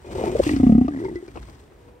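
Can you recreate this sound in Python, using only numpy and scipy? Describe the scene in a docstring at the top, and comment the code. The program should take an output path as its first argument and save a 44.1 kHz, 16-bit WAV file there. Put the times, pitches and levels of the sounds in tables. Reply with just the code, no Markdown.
"""A bull elephant seal roars on open, grassy ground, his heavy body scraping over gritty, rumbling soil. He
opens with a rough rasp, throaty knocks and a snort, then goes into a roll of slow, wet throat claps whose
resonance sinks and rises again, ending in a weak gargle. A flipper slaps his body with a deep thud. Last, a
faint call sounds far off. Soft outdoor air and a thin echo lie under it all."""
import sys
import numpy as np
from scipy import signal
from scipy.fft import rfft, irfft, next_fast_len
from scipy.io import wavfile
from scipy.ndimage import map_coordinates

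SR = 44100
rng = np.random.default_rng(int(sys.argv[2]) if len(sys.argv) > 2 else 0)


def log_audio(samples):
    """Write samples as a 16-bit WAV file to the path given in sys.argv[1]."""
    # one column per channel
    frames = np.atleast_2d(samples).T
    # limit to full scale, then quantise
    limited = np.clip(frames, -1, 1)
    pcm = np.round(limited * 32767).astype(np.int16)
    wavfile.write(sys.argv[1], SR, pcm)


N = 88200

# lowest throat resonance, in the roll and the gargle: time_s, pitch_hz
THROAT_PITCH = [(.465, 301), (.56, 274), (.632, 254.5), (.668, 235), (.71, 215), (.78, 246), (.85, 249.3),
                (.885, 294), (.97, 255), (1.02, 373), (1.16, 342.5)]
# tone colour of mouth clicks and grit ticks: frequency_hz, level_db
CLICK_SPECTRUM = [(300, -15), (900, -2.5), (1500, 8.5), (2300, -7.5), (3500, -7), (5400, -6), (9000, -30),
                  (15000, -35)]


def amp(db):
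    """Decibels to gain."""
    return 10 ** (np.asarray(db) / 20)


def unit(x):
    """Scale to rms 1."""
    return x / np.sqrt(np.mean(x ** 2) + 1e-20)


def at_hz(points, hz):
    """Read a curve over frequency, on a log axis."""
    frequencies, values = np.transpose(points)
    return np.interp(np.log(hz + 1), np.log(frequencies + 1), values)


def at_time(points, s):
    """Read a curve over time."""
    return np.interp(s, *np.transpose(points))


def clock():
    """The time of every sample, in seconds."""
    return np.arange(N) / SR


def wobble(knots_per_s):
    """A random curve that glides from knot to knot."""
    return map_coordinates(rng.standard_normal(N // 8), [clock() * knots_per_s], order=1)


def filtered(x, response):
    """Shape a sound with a frequency response."""
    size = next_fast_len(N + SR // 2)
    return irfft(rfft(x, size) * response(np.fft.rfftfreq(size, 1 / SR)), size)[..., :N]


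def noise(spectrum, spread):
    """Coloured stereo noise of rms 1; spread is the gain of the part each side has alone."""
    white = rng.standard_normal(N) + spread * rng.standard_normal((2, N))
    return unit(filtered(white, lambda hz: amp(at_hz(spectrum, hz))))


def add(track, start_s, sound):
    """Mix a sound into a track."""
    part = track[max(0, round(start_s * SR)):][:len(sound)]
    part += sound[:len(part)]


def bursts(hits, spectrum):
    """Short, grainy noise bursts of one colour, each with a sharp attack."""
    t, envelope = clock(), np.zeros(N)
    attack = 1 - np.exp(-t / 0.0005)
    for start_s, level_db, t60_s in hits:
        add(envelope, start_s, amp(level_db - 60 * t / t60_s) * attack)
    return envelope * unit(noise(spectrum, spread=0.94) * amp(wobble(700)))


def ring(hz, rise_s, t60_s, sharp=0, sag_s=0.0024):
    """One resonance that swells and dies; it starts high by the share `sharp` and sags to pitch."""
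    t = np.arange(SR // 3) / SR
    envelope = (1 - np.exp(-(t / rise_s) ** 2)) * amp(-60 * t / t60_s)
    cycles = hz * (t + sharp * sag_s * (1 - np.exp(-t / sag_s)))
    return envelope / envelope.max() * np.sin(2 * np.pi * cycles)


def outdoor_air():
    """A faint, steady, wide bed of air."""
    spectrum = [(25, -2), (70, -6), (200, -13.5), (370, 6), (520, -2), (700, -4.5), (1000, -12.5),
                (2000, -16), (5000, -30), (15000, -35)]  # frequency_hz, level_db
    return amp(-54) * noise(spectrum, spread=1.0)


def echo(sound, level_db=-19, t60_s=.16, low_cut_hz=500):
    """A weak, thin answer from a low wall and rocks."""
    t = np.arange(SR // 2) / SR
    envelope = amp(-60 * t / t60_s) * (1 - np.exp(-t / 0.0033))
    tail = rng.standard_normal((2, len(t))) * envelope
    tail /= np.linalg.norm(tail[0])
    thin = filtered(sound, lambda hz: hz / np.hypot(hz, low_cut_hz))
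    return amp(level_db) * signal.fftconvolve(thin, tail, axes=1)[:, :N]


def far_call(pitch_hz=480, waver=.025, octave_db=-8.5):
    """A wavering tone and its octave, probably another seal far away."""
    swell = [(1.68, -92), (1.8, -51.5), (1.95, -55), (2, -49.5)]  # time_s, level_db
    phase = 2 * np.pi * np.cumsum(pitch_hz * (1 + waver * wobble(82))) / SR
    flicker_db = 4 * wobble(45)
    envelope = amp(at_time(swell, clock()) + flicker_db) * (clock() > swell[0][0])
    return envelope * (np.sin(phase) + amp(octave_db) * np.sin(2 * phase))


def ground():
    """The ground rumbles under his weight, and a deep thud sounds as a flipper slaps his body."""
    swell = [(0, -50.5), (.15, -35), (.3, -32), (.36, -30.5), (.65, -27), (.82, -30), (.95, -40.5),
             (1.12, -34), (1.22, -52.5), (1.34, -41), (1.5, -44), (1.72, -53.5), (1.91, -48.5), (2, -60.5)]  # time_s, level_db
    spectrum = [(20, -51), (40, 4), (60, 0), (110, -5.5), (170, -13.5), (300, -11.5), (900, -98.5)]  # frequency_hz, level_db
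    rumble = amp(at_time(swell, clock())) * noise(spectrum, spread=0.17)
    thud = np.zeros(N)
    add(thud, start_s=1.375, sound=amp(-34.5) * ring(hz=56.2, rise_s=0.027, t60_s=0.47))
    return rumble + thud


def scrape(low_cut_hz=800):
    """Gritty soil hisses and crackles under the sliding body."""
    swell = [(0, -60), (.08, -51), (.2, -41.5), (.29, -42.5), (.34, -45.5), (.42, -38), (.52, -45.5),
             (.6, -46.5), (.7, -49), (.84, -56), (1.03, -52), (1.22, -57), (1.5, -54), (1.72, -66),
             (1.86, -61.5), (2, -75)]  # time_s, level_db
    grit = [(1000, 2), (1500, -5.5), (2000, -3.5), (2600, -11), (3400, -10), (5000, -14.5), (8500, -14.5),
            (11000, -26.5), (15500, -26)]  # colour ahead of the low cut: frequency_hz, level_db
    hiss = filtered(noise(grit, spread=0.93), lambda hz: 1 / np.sqrt(1 + (low_cut_hz / (hz + 1)) ** 6))
    grain = amp(2.2 * wobble(110) + 2.8 * wobble(1100))
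    return amp(at_time(swell, clock())) * unit(hiss * grain)


def flipper():
    """A flipper slaps and scuffs the soil, and grit ticks under it."""
    slaps = [(1.356, -32, 0.1), (1.3725, -30.5, 0.049), (1.485, -40, .06), (1.72, -42.5, 0.047),
             (1.88, -48.5, 0.19)]  # start_s, level_db, t60_s
    hide = [(80, -2.5), (350, 12), (700, 2.5), (1200, 0), (1700, -17), (2500, -9), (4500, -31), (9000, -31),
            (15000, -53)]  # dull colour of hide on soil: frequency_hz, level_db
    ticks = [(1.36, -41.5, 0.033), (1.428, -41.5, .035), (1.552, -50.5, .04)]  # start_s, level_db, t60_s
    return bursts(slaps, hide) + bursts(ticks, CLICK_SPECTRUM)


def clap_times(start_s=.464, end_s=.9):
    """The throat claps at the start of the roll and each time its rate completes a cycle."""
    clap_rate = [(.4763, 32.4), (.4982, 54), (.5637, 28.5), (.6694, 29.85), (.6769, 39), (.8352, 28.2)]  # time_s, claps_per_s
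    span = np.arange(start_s, end_s, 1 / SR)
    cycles = np.cumsum(at_time(clap_rate, span)) / SR
    return np.interp(np.arange(int(cycles[-1]) + 1), cycles, span)


def saliva(t60_s=0.066):
    """The wet mouth crackles in its upper resonances with every clap, and clicks now and then."""
    sputter_strength = [(.465, -29), (.492, -24), (.513, -40), (.535, -32.5), (.565, -40.5), (.6, -41),
                        (.69, -41), (.76, -47.5), (.815, -40.5), (.885, -46.5)]  # time_s, level_db
    wet_modes = [(520, 280, 0.5), (780, 400, -2), (1250, 400, -7.5), (1650, 250, -8), (1973, 130, 5.5),
                 (2653, 160, -3), (2914, 62, -2), (5200, 500, -22.5)]  # mouth resonances: centre_hz, width_hz, level_db
    clicks = [(.237, -32, 0.023), (.5615, -31.5, 0.06), (.881, -36, 0.026), (.937, -49.5, 0.028),
              (1.047, -40.5, .04), (1.156, -41, 0.038), (1.279, -44.5, 0.046)]  # start_s, level_db, t60_s

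    def cavity(hz):
        """Band-pass resonances side by side, in alternating polarity."""
        return sum((-1) ** k * amp(db) * 1j * hz * width / (centre ** 2 - hz ** 2 + 1j * hz * width)
                   for k, (centre, width, db) in enumerate(wet_modes))

    envelope = np.zeros(N)
    for start_s in clap_times():
        add(envelope, start_s, amp(at_time(sputter_strength, start_s) - 60 * clock() / t60_s))
    crackle = rng.standard_normal(N) * amp(6.2 * wobble(500))
    sputter = filtered(envelope * crackle, cavity) / np.std(filtered(crackle, cavity))
    return sputter + bursts(clicks, CLICK_SPECTRUM)


def snort(boost_db=1):
    """Air bursts through the trunk-like nose and flutters as the roll starts."""
    swell = [(.43, -60), (.436, -37), (.47, -38), (.52, -41), (.56, -48), (.62, -62)]  # ahead of the boost: time_s, level_db
    nose = [(300, -8), (500, 7), (1200, -27.5), (1600, -13.5), (2050, -8), (2600, -1), (3500, -8.5),
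            (5200, -9.5), (8500, -11), (11000, -22), (15500, -26)]  # nasal colour: frequency_hz, level_db
    t = clock()
    gate = (t > swell[0][0]) & (t < swell[-1][0])
    breath = unit(noise(nose, spread=1.0) * amp(2 * wobble(200) + 2 * wobble(1200)))
    return gate * amp(boost_db + at_time(swell, t)) * breath


def knocks():
    """Single pops of the throat, each with two resonances."""
    pops = [(.186, -32.5, 515, 910, 1.5, 0.017), (0.208, -19, 420, 640, -9, 0.021),
            (.237, -13, 393, 688, -4, 0.013), (0.261, -20, 383, 894, -4.5, 0.052),
            (0.35, -12.5, 463, 585, -6, 0.049), (.3935, -9, 376, 514, -3.5, 0.019),
            (.399, -5, 522, 374, -5.5, 0.019), (0.88, -22.5, 674, 1192, -7, 0.021),
            (1.046, -27, 380, 910, -5, 0.043), (1.081, -32, 366, 887, -3, 0.025),
            (1.155, -21, 353, 1994, -17.5, 0.088), (1.225, -28.5, 380, 835, -26, 0.047),
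            (1.28, -32, 369, 2360, -18.5, 0.036)]  # start_s, level_db, first_hz, second_hz, second_relative_db, t60_s
    track = np.zeros(N)
    for start_s, level_db, first_hz, second_hz, second_db, t60_s in pops:
        first = ring(first_hz, rise_s=0.0025, t60_s=t60_s)
        second = amp(second_db) * ring(second_hz, rise_s=0.006, t60_s=t60_s)
        add(track, start_s, amp(level_db) * (first + second))
    return track


def mouth(modes, rise_s, scatter_db, detune):
    """One pulse rings the mouth's resonances, each a little off in level and pitch."""
    chance = rng.standard_normal((len(modes), 2))
    return sum(amp(db + scatter_db * level_draw) * ring(hz * np.exp(detune * pitch_draw), rise_s, t60_s)
               for (hz, db, t60_s), (level_draw, pitch_draw) in zip(modes, chance))


def flutter_times(curve, pulses_per_s, uneven):
    """Uneven pulse times over the span of a curve."""
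    gaps_s = np.exp(uneven * rng.standard_normal(80)) / pulses_per_s
    times = curve[0][0] + np.cumsum(gaps_s)
    return times[times < curve[-1][0]]


def gargle(rise_s=0.0013):
    """The throat goes on fluttering weakly after the roll."""
    effort = [(.9, -25.5), (.97, -23), (1.05, -20.5), (1.11, -25), (1.15, -32.5), (1.3, -44)]  # pulse strength: time_s, level_db
    modes = [(550, -14, 0.0085), (902, -21.5, 0.016), (1250, -31.5, 0.014), (1850, -21, 0.028)]  # mouth resonances: pitch_hz, level_db, t60_s
    track = np.zeros(N)
    for start_s in flutter_times(effort, pulses_per_s=72, uneven=0.22):
        gain = amp(at_time(effort, start_s) + rng.normal(0, 0.5))
        deep = ring(at_time(THROAT_PITCH, start_s), rise_s, t60_s=0.063)
        upper = mouth(modes, rise_s, scatter_db=4.5, detune=0.086)
        add(track, start_s, gain * (deep + upper))
    return track


def rasp():
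    """Fast, ragged pulses through the open mouth begin the roar."""
    effort = [(.035, -37), (.08, -35.5), (.16, -30.5), (.21, -21.5), (.27, -22.5), (.3, -27), (.34, -32.5),
              (.42, -35.5)]  # pulse strength: time_s, level_db
    modes = [(248, -8, 0.067), (385.8, -1, 0.088), (510, 0.5, 0.029), (679, -6, 0.03), (897, -9.5, 0.023),
             (2060, -25, .03), (2474, -24, 0.065), (3010, -26, .03)]  # open-mouth resonances: pitch_hz, level_db, t60_s
    track = np.zeros(N)
    for start_s in flutter_times(effort, pulses_per_s=120, uneven=0.29):
        gain = amp(at_time(effort, start_s) + rng.normal(0, 1.4))
        add(track, start_s, gain * mouth(modes, rise_s=.0012, scatter_db=4.0, detune=0.038))
    return track


def roll(puff_db=-15, puff_hz=77.5, puff_delay_s=0.0076):
    """Slow claps of the throat: each rings the deep resonance and the mouth, and pushes out air."""
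    effort = [(.465, -12.5), (.495, -16), (.535, -11), (.565, -13), (.6, -8), (.635, -2.5), (.72, -4),
              (.785, -4.5), (.815, -7), (.848, -13), (.885, -16)]  # clap strength: time_s, level_db
    modes = [(352, -18.5, 0.037), (518, -22.5, 0.023), (730, -23.5, 0.084), (1198, -36, 0.062)]  # mouth resonances: pitch_hz, level_db, t60_s
    track, t = np.zeros(N), np.arange(SR // 3) / SR
    # one bassy pressure swing, placed so that it peaks puff_delay_s after the clap
    from_peak = np.pi * puff_hz * (t - 2 * puff_delay_s)
    puff = amp(puff_db) * (2 * from_peak ** 2 - 1) * np.exp(-from_peak ** 2)
    for start_s in clap_times():
        gain = amp(at_time(effort, start_s))
        deep = ring(at_time(THROAT_PITCH, start_s), rise_s=0.0037, t60_s=0.073, sharp=0.2)
        upper = mouth(modes, rise_s=0.0021, scatter_db=3.0, detune=.025)
        add(track, start_s, gain * (deep + upper))
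        add(track, start_s - puff_delay_s, gain * puff)
    return track


def scene():
    """The seal's sound reaches the left microphone first; echo and outdoor air lie under it."""
    balance = [(100, -.5), (200, -1), (380, 2.2), (700, 2.5), (1300, 5.5), (2400, -0.5), (4400, 7),
               (9000, 0)]  # stereo tilt: frequency_hz, left_minus_right_db
    left_lead = [(100, .00038), (250, .00028), (550, .00023), (1100, .00031), (2200, .00036)]  # earlier arrival on the left: frequency_hz, lead_s
    side = np.array([[.5], [-.5]])

    def placement(hz):
        """Split the level tilt and the time lead between left and right."""
        gain = amp(side * at_hz(balance, hz))
        return gain * np.exp(2j * np.pi * hz * side * at_hz(left_lead, hz))

    voice = roll() + rasp() + gargle() + knocks() + snort() + saliva()
    movement = scrape() + flipper() + ground()
    direct = filtered(voice + movement + far_call(), placement)
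    return direct + echo(direct) + outdoor_air()


def record(dry, low_cut_hz=55, top_hz=15800):
    """The microphone drops the deepest bass and keeps nothing above its band limit."""
    thin = filtered(dry, lambda hz: 1 / np.sqrt(1 + (low_cut_hz / (hz + 1)) ** 8))
    return filtered(thin, lambda hz: hz < top_hz)


dry = scene()
out = record(dry)
log_audio(out)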